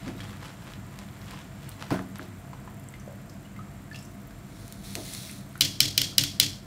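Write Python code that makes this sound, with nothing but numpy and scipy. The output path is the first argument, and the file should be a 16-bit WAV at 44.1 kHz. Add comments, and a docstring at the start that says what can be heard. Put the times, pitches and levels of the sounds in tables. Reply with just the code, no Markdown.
"""Rice and raps in a kitchen

A strainer digs through wet rice in a plastic basin, knocks it and drips, while a burner hisses behind.
Then a gritty hiss swells and something small and hard is rapped five times close by; the tiled room answers.
Shaped noise makes the hiss and the rice, rising tones make the drops, and ringing modes make knocks and raps.
The two channels are almost alike."""
import sys
import numpy as np
from scipy import signal
from scipy.fft import rfft, irfft, next_fast_len
from scipy.io import wavfile
from scipy.ndimage import map_coordinates

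SR = 44100
rng = np.random.default_rng(int(sys.argv[2]) if len(sys.argv) > 2 else 0)


def inscribe(sig):
    """Save sig as 16-bit PCM at rate SR to the path in sys.argv[1].

    A 1-D sig is mono; a 2-D sig holds one channel per row.
    Samples are clipped to [-1, 1] before scaling.
    """
    pcm = np.round(np.clip(np.atleast_2d(sig).T, -1, 1) * 32767)
    wavfile.write(sys.argv[1], SR, pcm.astype(np.int16))


N = 293697  # length in samples


def amp(db):
    """Turns decibels into a gain."""
    return 10 ** (np.asarray(db) / 20)


def unit(x):
    """Scales a sound to an average (rms) strength of 1."""
    return x / np.sqrt(np.mean(x ** 2) + 1e-20)


def along(points, hz):
    """Reads a curve of (frequency, value) points, spaced by pitch as the ear hears it."""
    f, v = np.transpose(points)
    return np.interp(np.log(hz + 1), np.log(f + 1), v)


def curves(rows):
    """Draws one dB value per sample for each level column; -120 dB outside the table."""
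    s, *columns = np.transpose(rows)
    time = np.arange(N) / SR
    return [np.interp(time, s, c, left=-120, right=-120) for c in columns]


def filtered(x, response):
    """Colours a sound by multiplying its spectrum by a response to frequency."""
    size = next_fast_len(x.shape[-1] + 8192)  # spare room lets the ringing run out
    hz = np.fft.rfftfreq(size, 1 / SR)
    return irfft(rfft(x, size) * response(hz), size)[..., :x.shape[-1]]


def modes(table):
    """Sums resonances with alternating sign; a narrow one rings longer than a wide one."""
    def response(f):
        total = 0
        for k, (centre, width, db) in enumerate(table):
            drag = 1j * f * width
            total = total + (-1) ** k * amp(db) * drag / (centre * centre - f * f + drag)
        return total
    return response


def add(out, s, sound):
    """Mixes a sound in at time s, in seconds."""
    part = out[max(round(s * SR), 0):][:len(sound)]
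    part += sound[:len(part)]


def crackle(per_s, spread_db, smooth):
    """Makes noise of rms 1 from a smooth part plus sparse sharp grains of varied size."""
    draw = rng.random((2, N))
    size = amp(-spread_db * np.log(draw[1] + .05))
    grains = (draw[0] < per_s / SR) * size
    life = np.exp(-np.arange(64) / 12)  # each grain is a tiny noise burst
    swell = smooth + np.convolve(grains, life)[:N]
    return unit(swell * rng.standard_normal(N))


def stroke(s, db, rise, hold):
    """Makes a gain that climbs its last 12 dB over the rise, peaks near s, then dies at a steady rate."""
    fall_db_per_s = 185
    t = np.arange(N) / SR - s
    return amp(db + np.minimum(12 * t / rise, 0) - fall_db_per_s * np.maximum(t - hold, 0))


def swing(table, weight):
    """Modes fed through water or wood build up slowly, then die; the higher ones waver more."""
    t = np.arange(SR // 3) / SR
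    total = np.zeros(len(t))
    for hz, db, rise in table:
        wander = np.cumsum(rng.standard_normal(len(t))) * hz / 6000
        phase = 2 * np.pi * hz * t + wander + rng.uniform(0, 2 * np.pi)
        growth = (t / rise * np.exp(1 - t / rise)) ** 1.58
        total += weight(hz) * amp(db) * growth * np.sin(phase)
    return total


# How long the tiled room rings: (frequency [Hz], time to fade by 60 dB [s])
TILE_FADES = [(200, 0.44), (530, 0.48), (1390, 0.28), (3680, 0.4), (6000, 0.37), (9700, 0.38),
              (15000, 0.35)]


def tail(seconds):
    """Makes a fresh room answer of energy 1 from noise; each frequency dies at its own speed."""
    hz, t, z = signal.stft(rng.standard_normal(round(seconds * SR)), SR, nperseg=256)
    fade = amp(-60 * t / along(TILE_FADES, hz)[:, None])
    wash = signal.istft(z * fade, SR, nperseg=256)[1]
    wash *= 1 - np.exp(-np.arange(len(wash)) / (0.0013 * SR))  # the walls take a moment to reply
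    return wash / np.linalg.norm(wash)


# Background level over time: (time [s], low drone level [dB], change of burner hiss [dB])
KITCHEN_LEVELS = [(0.0, -41, 1.5), (0.41, -43.5, 3), (6.38, -43, 0), (6.66, -45.5, 0)]
# Low resonances of the room: (frequency [Hz], width [Hz], level before scaling [dB])
ROOM_DRONE = [(47.6, 10.5, 0.5), (100, 7.2, 3.5), (134.8, 11.3, 2.5), (198.2, 10.85, 3.5),
              (279.6, 44.4, -8.5), (363, 51, -15.5), (468, 23, -17.5), (677.5, 71, -15)]
# Colour of the burner hiss before its bass cut: (frequency [Hz], relative level [dB])
HISS_COLOUR = [(18, -42), (30, -3), (134, 15.5), (280, -18), (345, -30), (374, -11), (415, -16), (499, -30),
               (889, -21.5), (1250, -21.5), (1910, -25.5), (2060, -25), (2680, -31), (4800, -37.5),
               (6000, -38), (9000, -37.5), (10500, -47.5), (12500, -39), (16000, -47)]
# Narrow hiss of the gas jets: (frequency [Hz], width [Hz], level before the slow change [dB])
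GAS_JETS = (7400, 280, -70)


def kitchen():
    """Appliances stir the room's resonances; the burner hisses with a little simmering crackle."""
    def drone_colour(hz):
        return modes(ROOM_DRONE)(hz) * hz ** 4 / (hz ** 4 + 38 ** 4)  # cut the deepest rumble

    def hiss_colour(hz):
        return amp(along(HISS_COLOUR, hz)) * hz ** 2 / (hz ** 2 + 400 ** 2)

    drone_db, hiss_db = curves(KITCHEN_LEVELS)
    drone = amp(drone_db) * unit(filtered(rng.standard_normal(N), drone_colour))
    hiss = amp(-52.5) * unit(filtered(rng.standard_normal(N), hiss_colour))
    jet_hz, jet_width, jet_db = GAS_JETS
    jets = amp(jet_db) * unit(filtered(rng.standard_normal(N), modes([(jet_hz, jet_width, 0)])))
    simmer = amp(-68.0) * unit(filtered(crackle(60, 1.3, 0.084), modes([(12000, 10000, 0)])))
    return drone + amp(hiss_db) * (hiss + jets + simmer)


# Strokes through wet rice: (time [s], level [dB], rise [s], hold [s])
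RICE_STROKES = [(0.08, -44.5, .12, 0), (0.205, -51, 0.054, 0.12), (0.455, -42.5, 0.049, 0),
                (0.676, -49.5, 0.091, 0.035), (1.0, -52.5, 0.11, 0.0099), (1.329, -48, 0.17, 0.052),
                (1.66, -53, 0.17, 0.045), (1.804, -47.5, 0.017, 0.04), (1.91, -39, 0.0066, 0),
                (2.157, -52.5, 0.013, 0.09)]
# Colour of the wet rice: (frequency [Hz], relative level [dB])
RICE_COLOUR = [(180, -6), (300, 1), (433, -12), (478, 2.5), (574, -4.5), (994, -0.5), (3240, -6),
               (11700, -22), (16000, -35)]


def strainer():
    """Wet grains shift and scrape against the mesh: grainy noise follows each stroke."""
    level = sum(stroke(*row) for row in RICE_STROKES)
    grains = crackle(550, 6.2, 0.75)
    return level * unit(filtered(grains, lambda hz: amp(along(RICE_COLOUR, hz))))


# Drops into the basin: (time [s], level [dB], starting pitch [Hz], time to fade by 60 dB [s])
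WATER_DROPS = [(0.18, -45, 3760, 0.024), (0.205, -34, 3160, 0.023), (0.203, -33, 1670, 0.015),
               (1.334, -38, 1015, 0.035), (1.716, -40.5, 4040, 0.018), (2.532, -29, 960, 0.014),
               (2.676, -33.5, 965, 0.022), (2.939, -36, 1980, 0.018), (2.998, -47, 5930, 0.03),
               (3.077, -31.5, 554, 0.043), (3.296, -43.5, 5000, 0.013), (3.451, -49, 2830, 0.03),
               (3.563, -42, 2040, 0.03), (3.59, -37.5, 1240, 0.097), (3.913, -37.5, 1714, 0.084),
               (3.93, -46, 4350, 0.03), (3.945, -34.5, 2660, 0.023), (3.958, -39.5, 5100, 0.028),
               (3.959, -34, 2680, 0.013), (3.975, -48, 5000, 0.02), (3.989, -40, 5400, 0.026),
               (4.005, -49, 5300, 0.02), (4.026, -45, 7600, 0.024), (4.05, -46, 5930, 0.02),
               (4.307, -46, 1600, 0.035), (5.295, -31.5, 2150, 0.01), (5.555, -33.5, 1400, 0.015),
               (6.126, -43, 1310, 0.03)]


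def drops():
    """Each drop lands with a tiny splash and traps a bubble whose pitch climbs as it rings out."""
    out, t = np.zeros(N), np.arange(SR // 5) / SR
    for s, db, hz, t60 in WATER_DROPS:
        phase = 2 * np.pi * hz * (t + 0.09 * t ** 2 / t60)
        onset = 1 - np.exp(-t / 0.00022)
        bubble = amp(-60 * t / t60) * onset * np.sin(phase)
        spray = amp(-60 * t / 0.044) * rng.standard_normal(len(t))
        splash = filtered(spray, modes([(1.22 * hz, 0.5 * hz, 0)]))
        add(out, s, amp(db) * (bubble + splash))
    return out


# Clicks of wire, rice and bursting films:
# (time [s], peak level [dB], centre before tilt [Hz], width [octaves])
SMALL_CLICKS = [(0.08, -26, 3280, 1.3), (0.7371, -30.5, 3170, 0.56), (0.9898, -22, 6200, 2.8),
                (1.088, -38, 3000, 0.74), (1.217, -39, 4250, 0.5), (1.3103, -23.5, 8000, 3.6),
                (1.6927, -23, 11600, 0.76), (1.8255, -20, 1860, 2.6), (1.9066, -21, 2670, 3.5),
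                (1.9614, -43, 5300, 0.9), (1.9932, -25.5, 1460, 0.59), (2.158, -24.5, 3720, 1.9),
                (2.1854, -32.5, 12100, 0.27), (2.1955, -26, 1340, 0.67), (2.2292, -36, 3800, 1),
                (2.7985, -35.5, 11100, 0.54), (2.888, -32.5, 8250, 0.3), (4.2764, -41, 13800, 0.3),
                (4.31, -37.5, 5900, 1.8), (4.6802, -27, 10900, 1.2), (4.7251, -21, 10600, 1.6),
                (4.9541, -10.5, 5800, 1.55), (5.1371, -21.5, 9300, 0.51), (5.313, -27, 9800, 0.32),
                (5.5784, -32, 10500, 0.53)]


def ticks():
    """A sharp contact sits in a few milliseconds of noise, heard around each click's centre."""
    out, t = np.zeros(N), np.arange(512) / SR
    lead = 32  # samples of noise before the contact
    for s, db, hz, octaves in SMALL_CLICKS:
        def colour(f):
            bell = np.exp(-(np.log2((f + 1) / hz) / octaves) ** 2)
            return bell * (hz / (f + 300)) ** 0.66  # tilted towards the low side

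        burst = .2 * amp(-60 * t / .008) * rng.standard_normal(len(t))
        burst[lead] = 1
        click = filtered(burst, colour)
        add(out, s - lead / SR, amp(db) * click / np.abs(click).max())
    return out


# Knocks on the basin: (time [s], level [dB], centre [Hz])
BASIN_KNOCKS = [(0.062, -32, 263), (1.822, -49, 1110), (1.904, -27, 1100), (1.908, -20.5, 233),
                (1.99, -44.5, 1010), (2.19, -39, 294), (4.954, -36, 368)]
# How the basin rings: (frequency [Hz], relative level [dB], time to full swing [s])
BASIN_MODES = [(123, 15, 0.012), (187.6, -1.5, 0.039), (269.3, 1, 0.02), (362, -3, 0.027), (469, 0, 0.014),
               (651.6, 11.5, 0.023), (851, 1, 0.012), (1180, -1.5, 0.0039), (1475, -2.5, 0.032),
               (2320, 2, 0.0087)]


def thuds():
    """Each knock drives the basin's modes, most of all those near its own centre."""
    out = np.zeros(N)
    for s, db, centre in BASIN_KNOCKS:
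        knock = swing(BASIN_MODES, lambda hz: 1 / (1 + (np.log2(hz / centre) / 0.34) ** 2))
        add(out, s, amp(db) * knock)
    return out


# The long gritty hiss: (time [s], level [dB])
GRIT_LEVELS = [(4.47, -72), (4.6, -59), (4.832, -64), (4.845, -48), (4.96, -48), (5.15, -41.5), (5.27, -45),
               (5.39, -51), (5.44, -63), (5.6, -58.5)]
# A faint slow swell added to it; a negative hold starts the fall early:
# (time [s], level before the early fall [dB], rise [s], hold [s])
GRIT_SWELL = (5, -60.5, 1.2, -0.05)
# Colour of the grit: (frequency [Hz], relative level [dB])
GRIT_COLOUR = [(710, -14), (1200, -6), (1520, -6), (2200, 0.5), (2950, -3), (3740, 5), (4360, 4.5),
               (4860, -0.5), (5470, 2.5), (7660, -2), (9310, 1), (13600, -7), (16000, -5.5)]


def grit():
    """Smooth noise and sharp grains are shaped into a bright hiss that swells and fades."""
    level = amp(curves(GRIT_LEVELS)[0]) + stroke(*GRIT_SWELL)
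    grains = crackle(250, 4.5, 1)
    return level * unit(filtered(grains, lambda hz: amp(along(GRIT_COLOUR, hz))))


# Raps and their bounces: (time [s], peak level before room and channel balance [dB])
RAP_HITS = [(5.6087, -1.5), (5.6167, -9.5), (5.6487, -15.5), (5.8036, -0.5), (5.811, -15), (5.9777, -2.5),
            (6.0159, -10), (6.1813, -0.5), (6.2364, -11.5), (6.3989, 0.5)]
# The rapped metal; its thin modes ring on: (frequency [Hz], width [Hz], relative level [dB])
METAL_MODES = [(1486, 140, -7), (2280, 330, -6.5), (3090, 310, 1.5), (4020, 330, 3.5), (4860, 670, 1.5),
               (5720, 670, -1), (7120, 710, -7.5), (8670, 430, -5.5), (10340, 770, -8.5),
               (12100, 1000, -6.5), (15400, 2400, -10), (2870, 11, 3.5), (3170, 7.4, -3), (3275, 8, 0),
               (3290, 7.9, 10), (3600, 9.2, 2), (4250, 9, 4), (4480, 9.2, 3), (5370, 7.8, 6)]
# One rap is a fast chatter of contacts: (delay before jitter [s], level before jitter [dB])
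RAP_CONTACTS = [(0, -6.5), (.00035, -9.5), (.001, -2.5), (.002, -0.5), (.003, -29)]
# Colour of what the walls return: (frequency [Hz], relative level [dB])
WALL_COLOUR = [(200, -7.5), (400, -15), (700, -25), (1230, -23), (1710, -12.5), (1970, -10), (2730, -8.5),
               (3050, -5.5), (3300, 1.5), (3700, -8.5), (4150, -2.5), (5400, -4), (7500, -11), (10500, -18),
               (13700, -19.5), (16000, -25)]
# How the worktop booms: (frequency [Hz], relative level [dB], time to full swing [s])
WORKTOP_MODES = [(100.2, -3, 0.064), (138.5, 2, 0.032), (286.7, -0.5, 0.04), (549, -14, 0.026)]


def raps():
    """Chattering contacts ring the metal; the walls return a lumpy wash; the worktop booms late and low."""
    boom_db, wash_db = -38, 8.5  # worktop and walls, added to each rap's level
    off_axis_db, stray_db = -28, -4  # the two left-right differences, added likewise
    mid, side, t = np.zeros(N), np.zeros(N), np.arange(SR // 3) / SR
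    same_walls = tail(.5)
    for s, db in RAP_HITS:
        chatter = .12 * amp(-60 * t / .014) * rng.standard_normal((2, len(t)))
        stray = filtered(chatter[1], lambda hz: hz / (hz + 3000))
        for late, contact_db in RAP_CONTACTS:
            jitter_s = abs(rng.normal(0, .00004))
            chatter[0, round((late + jitter_s) * SR)] += amp(contact_db + rng.normal(0, 1.2))
        blow = filtered(chatter[0], modes(METAL_MODES))
        blow = blow / np.abs(blow).max()
        add(mid, s, amp(db) * blow)
        add(side, s, amp(db + off_axis_db) * blow * rng.normal() + amp(db + stray_db) * stray)

        walls = .7 * same_walls + .7 * tail(.5)  # the spot struck shifts, so part of the answer is new
        steps = np.arange(len(walls)) * 150 / SR
        lumps = amp(1.6 * map_coordinates(rng.standard_normal(100), [steps]))  # single echoes stand out
        wash = filtered(lumps * walls, lambda hz: amp(along(WALL_COLOUR, hz)))
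        add(mid, s, amp(db + wash_db) * wash / np.linalg.norm(wash))
        add(mid, s, amp(db + boom_db) * swing(WORKTOP_MODES, lambda hz: 1))
    return np.array([mid + side, mid - side]) * amp([[.25], [-.25]])  # first channel a touch louder


def scene():
    """Small sounds share one room answer; the drops fall inside the hollow basin and sound wetter."""
    background = kitchen()
    near = strainer() + ticks() + thuds() + grit()
    water = drops()
    wet = signal.fftconvolve(amp(-9.0) * near + amp(-3) * water, tail(.5))[:N]
    return raps() + near + water + wet + background


def record(dry):
    """Squeezes the loudest peaks and lets little through above about 16 kHz."""
    squeezed = dry / (1 + np.abs(dry) ** 8) ** (1 / 8)
    edge_hz, edge_db = [15600, 16000, 16600, 16800], [0, -22, -26, -70]
    return filtered(squeezed, lambda hz: amp(np.interp(hz, edge_hz, edge_db)))


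dry = scene()
out = record(dry)
inscribe(out)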